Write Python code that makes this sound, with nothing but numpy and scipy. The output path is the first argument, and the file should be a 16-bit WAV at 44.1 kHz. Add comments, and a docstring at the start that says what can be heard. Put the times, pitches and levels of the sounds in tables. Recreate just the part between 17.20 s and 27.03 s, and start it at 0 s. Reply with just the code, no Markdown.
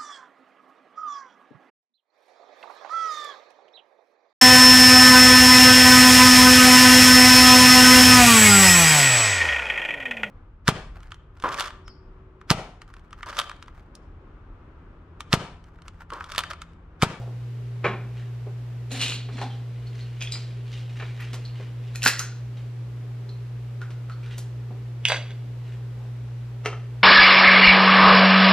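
"""A steady hum in a bedroom; bumps from a closet, then plastic hangers scrape along a rail, clack and tick.
They clatter down on a bed and are picked over; one snaps free and rattles; a small hard thing is set down.
Contacts are noise pushes ringing sets of resonances, friction is noise broken into bursts, and the hum is
wavering sines over filtered noise. Decaying stereo noise answers the contacts, the scrape and the rubs."""
import sys
import numpy as np
from scipy import signal
from scipy.fft import rfft, irfft, next_fast_len
from scipy.io import wavfile
from scipy.ndimage import map_coordinates

SR = 44100
rng = np.random.default_rng(int(sys.argv[2]) if len(sys.argv) > 2 else 0)


def store_wav(level_fs):
    """Save 16-bit WAV to argv[1]."""
    pcm = np.round(np.clip(np.atleast_2d(level_fs), -1, 1) * 32767)
    wavfile.write(sys.argv[1], SR, pcm.T.astype(np.int16))


N = 433503
TIME = np.arange(N) / SR  # s
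RIGID_SPREAD, LOOSE_SPREAD, HOOK_SPREAD = .005, .03, .06  # pitch scatter between contacts, share of pitch

# resonances of the hangers in a bundle: (pitch [Hz], width [Hz], relative level [dB])
BUNDLE_MODES = [(1396, 56, 3.5), (1590, 110, -5.5), (1870, 78, -2.5), (2610, 130, 0.5), (3260, 97, -8.5),
                (4140, 72, 0), (4660, 160, -8), (5150, 54, -6), (5700, 150, -4.5), (7050, 290, -7)]
# resonances of a single hanger: (pitch [Hz], width [Hz], relative level [dB])
SINGLE_MODES = [(596, 240, -1.5), (973, 53, 0.5), (1596, 82, 2), (2110, 160, 0), (2590, 120, -4),
                (2850, 100, -0.5), (3410, 93, 4), (3860, 130, -1), (4640, 62, 5), (6100, 140, 2),
                (7900, 260, -2)]


def amp(db):
    """Decibels to gain."""
    return 10 ** (np.asarray(db) / 20)


def unit(x):
    """Scale to rms 1."""
    return x / np.sqrt(np.mean(np.abs(x) ** 2) + 1e-20)


def along(points, hz):
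    """Interpolate (Hz, value) points on a log frequency axis."""
    f, v = np.transpose(points)
    return np.interp(np.log(hz + 1), np.log(f + 1), v)


def wobble(knots_per_s):
    """A smooth random curve through normally distributed knots."""
    knots = rng.standard_normal(int(N * knots_per_s / SR) + 4)
    return map_coordinates(knots, [TIME * knots_per_s])


def filtered(x, response):
    """Multiply the spectrum of x by a response of frequency."""
    n = x.shape[-1]
    size = next_fast_len(n + 8192)
    hz = np.fft.rfftfreq(size, 1 / SR)
    return irfft(rfft(x, size) * response(hz), size)[..., :n]


def causal(gain):
    """The minimum-phase response with this gain."""
    cepstrum = irfft(np.log(np.maximum(gain, 1e-6)))
    half = len(cepstrum) // 2
    cepstrum[1:half] *= 2
    cepstrum[half + 1:] = 0
    return np.exp(rfft(cepstrum))


def ringing(modes, hz, ring_db):
    """Gain of a body: resonance powers add to a flat base."""
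    peaks = sum(amp(db + ring_db) ** 2 / (1 + (2 * (hz - centre_hz) / width_hz) ** 2)
                for centre_hz, width_hz, db in modes)
    return np.sqrt(1 + peaks)


def diffuse(n, alike, null_hz=6000, mono_hz=110):
    """Noise from all sides at two close ports: the same in the deep bass, unrelated in the treble."""
    def mid_side(hz):
        bass_share = 1 - (1 - np.clip(alike, 0, 1)) * hz ** 2 / (hz ** 2 + mono_hz ** 2)
        turn = np.arccos(bass_share * np.sinc(hz / null_hz)) / 2
        return np.array([np.cos(turn), np.sin(turn)])

    mid, side = filtered(rng.standard_normal((2, n)), mid_side)
    return np.array([mid + side, mid - side])


def room(early_db=6, early_t60_s=0.17, gap_s=0.0024):
    """A fresh stereo room answer of energy 1: fast early decay from near walls plus a longer tail."""
    # decay of the long tail: (frequency [Hz], t60 [s])
    tail_t60 = [(150, 1), (500, 0.49), (1500, 0.48), (4000, 0.54), (8000, 0.37), (15000, 0.018)]
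    noise = diffuse(SR * 2 // 3, alike=0.98, null_hz=13000)
    hz, t, z = signal.stft(noise, SR, nperseg=256)
    fade = amp(-60 * t / along(tail_t60, hz)[:, None]) + amp(early_db - 60 * t / early_t60_s)
    tail = signal.istft(z * fade, SR, nperseg=256)[1]
    tail *= 1 - np.exp(-(np.arange(tail.shape[1]) / SR / gap_s) ** 2)
    return tail / np.sqrt(np.sum(tail ** 2) / 2)


def in_room(x, room_db):
    """A mono source plus the room's answer, at about unchanged power."""
    echo = signal.fftconvolve(x[None], room(), axes=1)[:, :N]
    return (x + amp(room_db) * echo) / np.hypot(1, amp(room_db))


def friction(rough_db, slips_per_s=350):
    """Stick and slip: noise broken into tiny bursts whose size the grip limits."""
    bursts = amp(rough_db * np.tanh(wobble(slips_per_s)))
    return unit(rng.standard_normal(N) * bursts)


def strike(s, gain, touch_s, side, room_db, rebound_db, size=32768, graze_s=0.008, graze_db=-21):
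    """Parts graze, collide at time s and rebound; the push rings a body, wakes the room and reaches two ports."""
    rebound_s = .0085  # delay of the second meeting
    opposed_hz, port_turns, port_bend = 6900, 0.39, 1.8  # ports agree in the bass, drift apart in the treble
    lead = SR // 40  # samples kept ahead of the collision for the graze
    hz = np.fft.rfftfreq(size, 1 / SR)
    t = (np.arange(size) - lead) / SR
    graze = amp(graze_db) * np.exp(-np.abs(t) / graze_s)
    force = np.where(t < 0, graze, np.exp(-np.abs(t) / touch_s))
    force += amp(rebound_db) * (t > rebound_s) * np.exp(-np.abs(t - rebound_s) / touch_s)
    push = rfft(rng.standard_normal(size) * force)
    push /= causal(np.abs(push)) ** .5  # evens out the pitches
    apart = side * port_turns * np.minimum(hz / opposed_hz, 1) ** port_bend  # side > 0: left leads
    ports = np.exp(1j * np.pi * apart * np.array([[1], [-1]]))
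    delayed_room = np.pad(room(), ((0, 0), (lead, 0)))
    echo = amp(room_db) * rfft(delayed_room, size)
    hit = irfft(unit(causal(gain(hz))) * (unit(push) + echo) * ports)
    start = round(s * SR) - lead
    return np.pad(hit[:, :SR * 2 // 3], ((0, 0), (start, N)))[:, :N]


def contacts(table, modes, spread, colour, ring_db, soft_above_hz, **blow):
    """Blows on like bodies: each wakes the resonances at new strengths and slightly new pitches."""
    out = np.zeros((2, N))
    for s, db, hardness in table:
        chance = rng.standard_normal((len(modes), 2))
        woken = [(centre_hz * (1 + spread * a), width_hz, level + 3 * b)
                 for (centre_hz, width_hz, level), (a, b) in zip(modes, chance)]

        def gain(hz):
            tilt_db = hardness * np.log2(np.maximum(hz / soft_above_hz, 1))  # harder is brighter
            return amp(along(colour, hz) + tilt_db) * ringing(woken, hz, ring_db)

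        out += amp(db) * strike(s, gain, **blow)
    return out


def hum(mains_db=-33.0, air_db=-50, drift_rad=0.17):
    """A mains hum beats against a motor tone just under it, among other motor tones and soft moving air."""
    mains_hz = 120
    # motor tones: (pitch [Hz], level before dips [dB rms], dip depth at a unit wobble [dB])
    motor_tones = [(57.6, -52, 5), (61.8, -54.5, 13), (114.5, -65, 12), (222.6, -61, 12), (396.5, -59, 22),
                   (13000, -80, 0.5)]
    # spectrum of moving air: (frequency [Hz], relative level [dB per Hz])
    air_spectrum = [(15, -9.5), (35, -1), (55, -4), (80, -3), (165, 2), (260, 0), (420, 0), (650, -7.5),
                    (1100, -11), (2600, -15.5), (5000, -23), (9900, -31.5), (12400, -36), (14500, -80)]
    waver_db = 0.16 * wobble(10.0) + 0.54 * wobble(30)
    tones = amp(mains_db + waver_db) * np.sin(2 * np.pi * mains_hz * TIME)
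    for hz, db, depth_db in motor_tones:
        dips = amp(-abs(depth_db) * wobble(5.4) ** 2)  # mostly level, with brief sags
        tones += amp(db) * dips * np.sin(2 * np.pi * hz * TIME + drift_rad * wobble(4.6))
    air = unit(filtered(diffuse(N, alike=0.53), lambda hz: amp(along(air_spectrum, hz))))
    return np.sqrt(2) * tones + amp(air_db) * air


def rubs(soft_hz=9000, swing_db=4):
    """Strokes of cloth and plastic swell and fade; a faint uneven rustle is heard as hangers are carried."""
    rub_s, rub_octaves = 0.089, 0.73  # half length and half width of a stroke
    rustle_from_s, rustle_to_s, rustle_db, rustle_hz = 2.3, 4.7, -62.5, 2400
    # strokes: (time [s], level [dB], centre [Hz])
    strokes = [(0, -46.5, 500), (1.0, -53.5, 2020), (2.22, -54, 800), (2.74, -57, 2860), (3.2, -55, 3680),
               (3.553, -51.5, 2880), (3.84, -56.5, 1790), (4.018, -48, 1860), (4.42, -54.5, 1640),
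               (5.39, -57.5, 2430), (7.091, -49.5, 2340), (8.5, -56, 2070), (8.83, -55, 586)]

    def band(centre_hz):
        return lambda hz: (1 / (1 + (np.log2((hz + 1) / centre_hz) / rub_octaves) ** 2)
                           / (1 + (hz / soft_hz) ** 4))

    grain = friction(rough_db=13)
    carried = np.clip(np.minimum(TIME - rustle_from_s, rustle_to_s - TIME) / rub_s + 1, 0, 1)
    rustle = unit(filtered(grain, band(rustle_hz)))
    out = carried * amp(rustle_db + swing_db * wobble(7.5)) * rustle
    for s, db, centre_hz in strokes:
        near = np.abs(TIME - s) < 2 * rub_s
        swell = np.exp(-2 * ((TIME[near] - s) / rub_s) ** 2)
        out[near] += amp(db) * unit(filtered(grain[near], band(centre_hz))) * swell
    return in_room(out, room_db=-0.5)


def knocks():
    """Furniture and floor are knocked: long soft touches ring low wooden resonances."""
    # knocks: (time [s], relative level [dB], hardness [dB/octave])
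    blows = [(.072, -33, -12), (.642, -13, -0.5), (.646, -13.5, -1), (.651, -11, 0), (.664, -17, 0),
             (.676, -31, 7.5), (.685, -22, -4), (.712, -33, 4.5), (.735, -24.5, -3.5), (1.266, -30.5, -10),
             (2.087, -33.5, 0.5), (2.181, -29.5, 0.5), (2.215, -25.5, -2.5), (3.798, -27.5, 4.5),
             (3.822, -27.5, 1.5), (3.996, -35, 4), (4.133, -38, -6), (4.152, -38, -8), (4.398, -30.5, -12),
             (7.505, -31, -11.5)]
    # wood resonances: (pitch [Hz], width [Hz], relative level [dB])
    modes = [(212, 48, -7), (397, 42, 4.5), (788, 32, -1.5), (1070, 30, -1), (1280, 50, -6.5),
             (1480, 68, -7), (1800, 125, -1), (2370, 190, 3), (2820, 300, -3.5), (3350, 76, 1),
             (3950, 160, -1.5)]
    # colour at zero hardness: (frequency [Hz], level [dB])
    colour = [(40, -4), (170, 10), (270, 1.5), (520, 8.5), (1450, 5.5), (3300, -9.5), (7000, -24),
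              (13000, -54)]
    return amp(14.0) * contacts(blows, modes, RIGID_SPREAD, colour, ring_db=8.5, soft_above_hz=580,
                                touch_s=0.011, side=0.94, room_db=1.0, rebound_db=-21.0)


def set_down():
    """A small hard thing meets the dresser and rings its top."""
    # contacts: (time [s], relative level [dB], hardness [dB/octave])
    blows = [(9.451, -24, 3), (9.459, -11.5, 3), (9.466, -43, 5), (9.529, -24.5, -4)]
    # dresser resonances: (pitch [Hz], width [Hz], relative level [dB])
    modes = [(427, 43, 7.5), (730, 150, -3), (1304, 86, 5), (1770, 58, -4), (2080, 96, 2.5), (2260, 48, 2),
             (2730, 130, 0.5), (3110, 76, 1), (3920, 100, -7), (5340, 98, -7.5), (5920, 70, -5)]
    # colour at zero hardness: (frequency [Hz], level [dB])
    colour = [(40, -23), (400, -0.5), (2500, -4.5), (3800, -11.5), (6200, -14.5), (14000, -40)]
    return amp(14.0) * contacts(blows, modes, RIGID_SPREAD, colour, ring_db=12, soft_above_hz=1150,
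                                touch_s=0.0022, side=0.9, room_db=-3.0, rebound_db=-14.5)


def slide(scrape_db=-6.0, groan_db=-2, groan_hz=255, groan_width_hz=45):
    """Hooks grate along the rail, which groans at its low bending pitch."""
    attack_s, release_s = 0.015, 0.089
    scrape_db_per_s, groan_db_per_s = -2, -12  # both ease during a push
    # pushes: (start [s], length [s], relative scrape at the end [dB], relative groan midway [dB])
    pushes = [(1.7, 0.15, -35.5, -40.5), (2.09, 0.16, -45, -42)]
    # spectrum of the scrape: (frequency [Hz], relative level [dB per Hz])
    scrape_spectrum = [(180, -18), (500, -3), (1100, -11.5), (1900, -6), (2600, -8), (4200, -4.5),
                       (5200, -14.5), (9000, -24.5), (13500, -57), (15500, -63)]
    scrape, groan = np.zeros((2, N))
    for start, length, push_scrape_db, push_groan_db in pushes:
        t = TIME - start
        held = np.clip(t, 0, length)
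        push = np.clip(t / attack_s, 0, 1) * np.exp(-np.maximum(t - length, 0) / release_s)
        scrape += push * amp(push_scrape_db + scrape_db_per_s * (held - length))
        groan += push * amp(push_groan_db + groan_db_per_s * (held - length / 2))
    grate = unit(filtered(friction(rough_db=23, slips_per_s=260),
                          lambda hz: amp(along(scrape_spectrum, hz))))
    bend = unit(filtered(friction(rough_db=-3.5),
                         lambda hz: 1 / (1 + 2j * (hz - groan_hz) / groan_width_hz) ** 2))
    return in_room(amp(scrape_db) * scrape * grate, room_db=7) + amp(groan_db) * groan * bend


def hook_catches():
    """Hooks catch on the rail, each contact ringing it at scattered pitches."""
    # catches: (time [s], relative level [dB], hardness [dB/octave])
    blows = [(1.717, -20, 5), (1.731, -24.5, 6), (1.761, -27, 5), (1.773, -24.5, 2), (1.795, -20, 0),
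             (1.806, -15, -6), (1.815, -8.5, -1.5), (1.829, -13, 0), (1.835, -12.5, -1.5), (1.847, -21, 3),
             (1.861, -16, -3), (1.881, -17, 1.5), (1.898, -17, 0), (1.913, -22, -6), (1.922, -16, -8),
             (1.932, -25, 1), (1.941, -26, 2.5), (1.957, -24, -11), (2.171, -31, -4), (2.186, -30, -6),
             (2.222, -27.5, -9)]
    # rail resonances: (pitch [Hz], width [Hz], relative level [dB])
    modes = [(2520, 200, 0.5), (2810, 87, 7), (3440, 220, 1.5), (4100, 114, 6), (7200, 270, -8),
             (9300, 240, -5)]
    # colour at zero hardness: (frequency [Hz], level [dB])
    colour = [(40, -38), (170, -20.5), (520, -29.5), (1450, -22), (3300, -24), (7000, -18.5), (13000, -36),
              (16000, -54)]
    return amp(9.5) * contacts(blows, modes, HOOK_SPREAD, colour, ring_db=12.0, soft_above_hz=3400,
                               touch_s=0.0011, side=1.0, room_db=1, rebound_db=-29)


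def taps(skirt=0.41, soft_hz=9500):
    """A glancing touch rings mostly one mode; a firm touch damps it, a lighter one leaves it sharper."""
    firm_db, firm_q, db_per_q_doubling = -9.5, 12, 12.5
    # light taps: (time [s], relative level [dB], pitch [Hz])
    touches = [(2.215, -13, 802), (2.305, -32.5, 3180), (2.670, -36.5, 4300), (2.808, -32.5, 4300),
               (4.004, -25, 1960), (4.252, -28, 4270), (4.821, -16, 2720), (4.83, -21, 2680),
               (4.840, -18, 2890), (4.862, 1.5, 1670), (4.87, -5, 4420), (4.886, -12, 2600),
               (4.897, -11, 1970), (4.993, -12.5, 6400), (5.001, -12.5, 1456), (6.092, -33, 4160),
               (6.616, -21.5, 1440), (6.898, -24, 1330), (6.920, -36.5, 4300), (7.030, -38, 2350),
               (7.061, -31, 1445)]
    out = np.zeros((2, N))
    for s, db, centre_hz in touches:
        q = firm_q * 2 ** ((firm_db - db) / db_per_q_doubling)

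        def gain(hz):
            detune = (hz + 1) / centre_hz - centre_hz / (hz + 1)
            return (1 + (q * detune) ** 2) ** -skirt / (1 + (hz / soft_hz) ** 4)

        out += amp(db) * strike(s, gain, touch_s=0.0021, side=0.84, room_db=0.5, rebound_db=-19.5)
    return amp(8.5) * out


def lifted_pair():
    """Two hangers clack as they are lifted out, each ringing its own resonances."""
    # clacks: (time [s], relative level [dB], hardness [dB/octave], which hanger)
    clacks = [(3.008, -25, 7, "first"), (3.014, -17, -1, "first"), (3.023, -17.5, 6.5, "first"),
              (3.073, -21.5, -4, "first"), (3.122, -14, 7.5, "second"), (3.138, -19.5, -5, "second"),
              (3.155, -24, -21, "second")]
    # resonances by hanger: (pitch [Hz], width [Hz], relative level [dB])
    pair_modes = {"first": [(2520, 370, 5.5), (3320, 210, 6.5), (3660, 110, -3), (5060, 150, 1),
                  (6400, 250, -2)], "second": [(2370, 200, -4), (3920, 170, 6), (4240, 100, 2),
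                  (4830, 200, 6), (7400, 500, -0.5)]}
    # colour at zero hardness: (frequency [Hz], level [dB])
    colour = [(100, 1), (700, -4.5), (3000, -5), (5000, -6), (9000, -14), (16000, -34)]
    out = np.zeros((2, N))
    for *blow, which in clacks:
        out += contacts([blow], pair_modes[which], RIGID_SPREAD, colour, ring_db=17, soft_above_hz=2100,
                        touch_s=0.0015, side=1.0, room_db=0, rebound_db=-13)
    return amp(8.5) * out


def snapping_hanger():
    """One hanger snaps free with a very short push, then rattles to rest on the same resonances."""
    # snap and rattle: (time [s], relative level [dB], hardness [dB/octave])
    snap_blows = [(7.853, -4, 0)]
    rattle_blows = [(7.886, -12.5, 4), (7.900, -13, -6.5), (7.904, -13, -2.5), (7.920, -7, -2.5),
                    (7.928, -20.5, -1), (7.944, -17, -4), (7.961, -21, 0), (8.107, -33.5, -3.5)]
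    # colours at zero hardness: (frequency [Hz], level [dB])
    snap_colour = [(170, -52), (1000, -39.5), (2000, -26.5), (2650, -16), (3400, -15.5), (3950, -35),
                   (6000, -32.5), (16000, -59)]
    rattle_colour = [(40, -44), (170, -30), (520, -11), (1450, -6.5), (3300, -5), (7000, -13.5),
                     (14000, -33)]
    snap = contacts(snap_blows, SINGLE_MODES, RIGID_SPREAD, snap_colour, ring_db=5.5, soft_above_hz=1400,
                    touch_s=0.00052, side=-1.1, room_db=-4.0, rebound_db=-4, graze_db=-39)
    rattle = contacts(rattle_blows, SINGLE_MODES, RIGID_SPREAD, rattle_colour, ring_db=11, soft_above_hz=580,
                      touch_s=0.00079, side=-0.98, room_db=-4.5, rebound_db=-6.0)
    return amp(14.0) * (snap + rattle) * amp([[-.7], [.7]])  # a little to the right


def hanger_bundle():
    """Loose hangers clatter on the bed and ring; gripped ones tick, their resonances held down."""
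    # loose and gripped contacts: (time [s], relative level [dB], hardness [dB/octave])
    loose_blows = [(4.751, -33, -5), (4.758, -23.5, 5.5), (4.831, -16.5, 5), (4.839, -13.5, 4.5),
                   (4.852, -12, 9), (4.860, -9, -2), (4.863, -7, -18.5), (4.869, -11, 4), (4.877, -5, 8),
                   (4.881, -6.5, 6), (4.889, -12, 0), (4.994, -13, 7)]
    gripped_blows = [(4.005, -38, 21), (4.132, -22.5, -4.5), (4.142, -23.5, -2.5), (6.705, -31, -6.5),
                     (7.181, -22, 2.5)]
    # colour at zero hardness: (frequency [Hz], level [dB])
    colour = [(40, -42), (170, -4), (520, -5.5), (1450, -9.5), (3300, -7.5), (7000, -8.5), (13300, -17.5),
              (16000, -51)]
    loose = contacts(loose_blows, BUNDLE_MODES, LOOSE_SPREAD, colour, ring_db=15.5, soft_above_hz=2000,
                     touch_s=0.0011, side=0.91, room_db=-3.5, rebound_db=-23.0)
    gripped = contacts(gripped_blows, BUNDLE_MODES, LOOSE_SPREAD, colour, ring_db=-3, soft_above_hz=2340,
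                       touch_s=0.0038, side=0.71, room_db=-2, rebound_db=-5)
    return amp(14.0) * loose + amp(8.5) * gripped


def scene():
    """All sources at the two ports."""
    background = hum() + rubs() + knocks() + set_down()
    closet = slide() + hook_catches()
    return background + closet + taps() + lifted_pair() + snapping_hanger() + hanger_bundle()


def record(dry, knee_db=-21, release_s=0.17, top_hz=15700):
    """Gain falls as the smoothed power nears and passes the knee; nothing is kept above the band limit."""
    step = 1 / (release_s * SR)
    power = signal.lfilter([step], [1, step - 1], np.mean(dry ** 2, axis=0))
    gain = 1 / np.sqrt(1 + (power / amp(knee_db) ** 2) ** 2)
    return filtered(dry * gain, lambda hz: hz < top_hz)


dry = scene()
out = record(dry)
store_wav(out)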